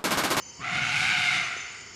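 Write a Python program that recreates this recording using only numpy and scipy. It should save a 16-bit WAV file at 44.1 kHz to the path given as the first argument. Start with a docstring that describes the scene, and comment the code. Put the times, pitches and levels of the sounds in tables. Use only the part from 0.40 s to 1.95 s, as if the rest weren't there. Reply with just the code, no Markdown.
"""An elephant roars once on a forest road, some way off, and the trees throw the roar back.
Its high, unsteady voice and rushing breath are chopped by a slower flutter of the throat, which
also sounds as a low growl; at the peak a clear tone comes through and briefly steadies the roar.
Cicadas and crickets sing over the forest bed, with a faint whistle early on,
and one soft knock sounds in the dying echo."""
import sys
import numpy as np
from scipy import signal
from scipy.fft import rfft, irfft
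from scipy.io import wavfile
from scipy.ndimage import uniform_filter1d

SR = 44100
rng = np.random.default_rng(int(sys.argv[2]) if len(sys.argv) > 2 else 0)


def persist_wave(psi):
    """Save psi, clipped to +-1, as 16-bit WAV."""
    counts = np.round(np.clip(psi, -1, 1) * 32767).astype(np.int16)
    wavfile.write(sys.argv[1], SR, np.atleast_2d(counts).T)


N = 68355

# EQ of the forest bed: f/Hz, relative level/dB
BED_EQ = [(25, -42), (42, -23), (52, -5), (90, 4.5), (170, -1.5), (300, -4), (420, -0.5), (600, -12.5),
          (950, -4.5), (1300, -8.5), (1650, -13), (2100, -4), (2600, -12.5), (3050, 0), (3400, -23.5),
          (4200, -14), (6000, -15), (7600, -20), (9000, -31.5), (12000, -39), (15500, -43)]
# reverb time among the trees: f/Hz, t60/s
FOREST_DECAY = [(120, 0.71), (700, 1.01), (1500, 1.374), (2300, 1.322), (4000, 1.22), (8000, 1.06),
                (13000, 0.89)]
# cicada choruses: f/Hz, width/Hz, starting level/dB
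CICADA_BANDS = [(4657, 110, -57.5), (5316, 260, -56.5), (6200, 60, -61.5), (6510, 230, -60),
                (6958, 71, -53.5), (7144, 43, -63)]
# cricket phrase cues: t/s, level/dB
CRICKET_CUES = [(.015, -44.5), (.41, -43), (.96, -42.5), (1.16, -44)]
# phrase cues of a higher, falling chirp: t/s, level/dB
CHIRP_CUES = [(.125, -66), (1.085, -60), (1.32, -59)]
# envelope of the clear tone in the voice: t/s, level/dB
CLEAR_ENVELOPE = [(.64, -65.5), (.7, -39), (.76, -38.5), (.81, -33.5), (.88, -35), (.915, -57), (1.08, -60),
                  (1.16, -64)]
# harmonics of the clear tone: harmonic number, relative level/dB
CLEAR_HARMONICS = [(1, -1.5), (2, -14), (3, -6), (4, -7), (5, -3.5)]
# envelope of the low growl: t/s, level/dB
GROWL_ENVELOPE = [(.165, -94), (.195, -39), (.27, -45.5), (.335, -37.5), (.5, -41), (.555, -44.5),
                  (.62, -39), (.675, -44), (.78, -44), (.88, -45.5), (.968, -40.5), (1.025, -59),
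                  (1.09, -85)]
# chest EQ on the growl: f/Hz, relative level/dB
CHEST_EQ = [(25, -62), (42, -36), (52, -20), (75, -7.5), (130, -5), (190, -3), (235, -12.5), (300, -5.5),
            (380, -19.5), (560, -20), (1000, -21.5), (3000, -70)]
# EQ on the rushing breath: f/Hz, relative level/dB
BREATH_EQ = [(100, -29), (560, -22), (720, -4.5), (850, -13.5), (950, -17.5), (1200, -5), (1480, 0),
             (1800, -5), (2200, 5), (2600, 1), (3400, -15), (4800, -12.5), (6500, -16), (8000, -21.5),
             (10000, -25.5), (12000, -38.5), (15000, -62)]
# throat resonances on the voice: f/Hz, relative level/dB
VOICE_EQ = [(300, -36), (570, -38), (700, -13), (860, -2), (950, -14.5), (1200, -2.5), (1450, -0.5),
            (1580, -6), (1820, -9.5), (2050, 5), (2280, -1), (2480, -5), (2900, -4.5), (3300, -6.5),
            (3700, -5.5), (4500, -12), (7000, -26), (12000, -44)]
# the roar's gesture: t/s, f/Hz, level/dB, roughness 0-1, tilt/(dB per octave),
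# mouth opening (a factor on the resonance frequencies)
ROAR_GESTURE = [(.175, 515, -88, 0.08, -8.5, .74), (.2, 532.2, -43, 0.2, -8.5, 0.88),
                (.222, 600.2, -35, 0.57, -4.5, 1), (.248, 690.7, -29.5, 0.84, -4.5, 0.98),
                (.35, 711.7, -25.5, 0.58, -0.5, 0.96), (.41, 726.5, -27.5, 0.83, -3, 1.065),
                (.48, 760.5, -26.5, 0.82, -0.7, 1.04), (.55, 775.5, -24, 0.9, 0.4, 1),
                (.6, 761, -27.5, .95, 2, 1.09), (.63, 751, -21.5, 0.89, .5, 0.98),
                (.67, 748, -26, 0.88, -1, 1.09), (.72, 742, -24, 0.66, -2.5, 1.065),
                (.81, 729.9, -25, 0.53, 1, 1.051), (.86, 725.6, -24.5, 0.46, 1.5, 1.02),
                (.895, 716.1, -23.5, 0.66, -.5, 0.955), (.92, 712, -25, 0.83, -0.5, 1.04),
                (.958, 705.2, -23.5, 0.98, 0.3, 0.97), (.995, 698.7, -29.7, .98, -1.8, 0.99),
                (1.06, 689.7, -37.5, .98, -2, 0.844), (1.16, 687.6, -51, 0.99, -4, .95),
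                (1.22, 680, -80, 0.96, -2.3, 0.98)]

TIME = np.arange(N) / SR


def amp(db):
    """Decibels to gain."""
    return 10 ** (np.asarray(db) / 20)


def unit_rms(x):
    """Normalises to unit rms."""
    return x / np.sqrt(np.mean(x ** 2) + 1e-20)


def lookup(table, hz):
    """Reads a frequency table on a log axis."""
    f, value = np.transpose(table)
    return np.interp(np.log(hz + 1), np.log(f + 1), value)


def envelopes(table):
    """One envelope for each value column of a time table."""
    times, *columns = np.transpose(table)
    return [np.interp(TIME, times, column) for column in columns]


def bell_curve(peak_s, width_s):
    """A Gaussian fade in and out."""
    return np.exp(-.5 * ((TIME - peak_s) / width_s) ** 2)


def equalise(x, eq):
    """Applies an EQ curve, to unit rms."""
    return unit_rms(irfft(rfft(x) * amp(lookup(eq, np.fft.rfftfreq(N, 1 / SR))), N))


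def wander(hz):
    """A smooth random modulator, moving at rates up to about hz."""
    f = np.fft.rfftfreq(N, 1 / SR)
    lowpass = np.exp(-.5 * (f / hz) ** 2) * (f > 0)
    return unit_rms(irfft(rfft(rng.standard_normal(N)) * lowpass, N))


def noise_band(hz, width_hz):
    """A narrow band of noise around a pitch."""
    phase = 2 * np.pi * hz * TIME
    return unit_rms(wander(width_hz) * np.cos(phase) + wander(width_hz) * np.sin(phase))


def forest_bed(level_db=-51):
    """The steady, low hush of the forest."""
    return amp(level_db) * equalise(rng.standard_normal(N), BED_EQ)


def forest_echo(x, wet_db, build_s=0.009, echoes_per_s=2500):
    """Direct sound plus scattered echoes from trunks and leaves, each band dying at its own speed."""
    taps = rng.standard_normal(N) * (rng.random(N) < echoes_per_s / SR)
    taps *= 1 - np.exp(-TIME / build_s)
    hz, t, spectrum = signal.stft(taps, SR, nperseg=256)
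    decay = amp(-60 * t / lookup(FOREST_DECAY, hz)[:, None])
    tail = signal.istft(spectrum * decay, SR, nperseg=256)[1][:N]
    wet = signal.fftconvolve(x, tail / np.linalg.norm(tail))[:N]
    return (x + amp(wet_db) * wet) / np.hypot(1, amp(wet_db))


def cicadas(throb_db=1.5, throb_hz=45, swell_db_per_s=1.4):
    """Many far insects merge into throbbing bands that slowly swell."""
    chorus = sum(amp(db) * noise_band(hz, width_hz) * unit_rms(amp(throb_db * wander(throb_hz)))
                 for hz, width_hz, db in CICADA_BANDS)
    return chorus * amp(swell_db_per_s * TIME)


def wing_strokes(cues, hz, fall_hz, wobble_hz, step_s, pulse_s, count):
    """Insect phrases of evenly spaced wing strokes, each a short, slightly unsteady tone."""
    out = np.zeros(N)
    for start, db in cues:
        age = TIME - start
        stroke = np.clip(age % step_s / pulse_s, 0, 1)
        pulses = np.sin(np.pi * stroke) * (age > 0) * (age < count * step_s)
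        pitch = hz + fall_hz * (.5 - stroke) + wobble_hz * wander(420)
        tone = np.sqrt(2) * np.sin(2 * np.pi * np.cumsum(pitch) / SR)
        out += amp(db) * pulses * tone
    return out


def whistle(hz=937, peak_db=-61):
    """A faint, far whistle, perhaps a bird."""
    return amp(peak_db) * bell_curve(peak_s=0.15, width_s=0.12) * np.sin(2 * np.pi * hz * TIME)


def knock(at_s=1.167, hz=414, peak_db=-34):
    """One soft, dull knock without a ring."""
    return -amp(peak_db) * bell_curve(at_s, width_s=0.00097) * np.cos(2 * np.pi * hz * (TIME - at_s))


def clear_tone(detune=.987, squeal_db=-21):
    """The voice's steady part: clean harmonics; the third squeals on meeting the main throat resonance."""
    pitch = envelopes(ROAR_GESTURE)[0] * (detune + 0.0041 * wander(48))
    phase = 2 * np.pi * np.cumsum(pitch) / SR
    harmonics = sum(amp(db) * np.cos(k * phase) for k, db in CLEAR_HARMONICS)
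    squeal = amp(squeal_db) * bell_curve(peak_s=.895, width_s=0.01) * np.cos(3 * phase)
    return amp(envelopes(CLEAR_ENVELOPE)[0]) * harmonics + squeal


def throat(x, eq, tilt_db, mouth):
    """Resonances that rise as the mouth opens, with a brightness tilt pivoting on 2 kHz."""
    hz, t, spectrum = signal.stft(x, SR, nperseg=1024, noverlap=768)
    tilt_db, mouth = [np.interp(t, TIME, envelope) for envelope in (tilt_db, mouth)]
    octaves = np.log2(np.clip(hz, 1000, 9000) / 2000)[:, None]
    gain = amp(lookup(eq, hz[:, None] / mouth) + octaves * tilt_db)
    return unit_rms(signal.istft(spectrum * gain, SR, nperseg=1024, noverlap=768)[1][:N])


def flutter(hz=133.1, jitter=.26, open_share=0.35):
    """The throat flaps unevenly, letting out one decaying puff of air each cycle."""
    cycle = np.cumsum(hz * (1 + jitter * wander(111))) / SR % 1
    return unit_rms(uniform_filter1d(np.exp(-cycle / open_share), size=40))


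def roar(jitter=.066, pitch_pull=0.047, shimmer_db=1.26, leak=1):
    """A jittering voice and rushing breath, chopped by the flutter, which itself sounds as a low growl."""
    hz, level_db, roughness, tilt_db, mouth = envelopes(ROAR_GESTURE)
    puffs = flutter()
    shimmer = amp(shimmer_db * wander(35))
    airflow = (leak + puffs) * shimmer
    swing = puffs - puffs.mean()
    pitch = hz * (1 + jitter * roughness * wander(130.4) + pitch_pull * swing)
    phase = 2 * np.pi * np.cumsum(pitch) / SR
    buzz = sum(np.cos(k * phase) for k in range(1, 13))
    voice = throat(airflow * buzz, VOICE_EQ, tilt_db, mouth)
    breath = throat(airflow * rng.standard_normal(N), BREATH_EQ, tilt_db, mouth)
    cry = unit_rms(voice + amp(5.5 * (roughness - 1)) * breath)  # rougher means breathier
    rasp = 1.28 * airflow * rng.standard_normal(N)
    growl = equalise(swing * shimmer + rasp, CHEST_EQ)
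    return amp(level_db) * cry + amp(envelopes(GROWL_ENVELOPE)[0]) * growl


def scene():
    """The mono mix: the elephant among the trees, over insects and the forest bed."""
    elephant = forest_echo(roar(), wet_db=-1) + forest_echo(clear_tone(), wet_db=-17)
    crickets = wing_strokes(CRICKET_CUES, hz=6200, fall_hz=0, wobble_hz=58,
                            step_s=0.036, pulse_s=0.031, count=3)
    chirps = wing_strokes(CHIRP_CUES, hz=8080, fall_hz=700, wobble_hz=224,
                          step_s=0.02, pulse_s=0.018, count=5)
    ambience = forest_bed() + cicadas() + forest_echo(crickets + chirps, wet_db=-7)
    return (ambience + whistle() + knock() + elephant)[None]


def record(dry):
    """A steep high cut takes the very top off the mix."""
    high_cut = signal.firwin(511, 15650, window=("kaiser", 9), fs=SR)
    return signal.oaconvolve(dry, high_cut[None], "same")


dry = scene()
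out = record(dry)
persist_wave(out)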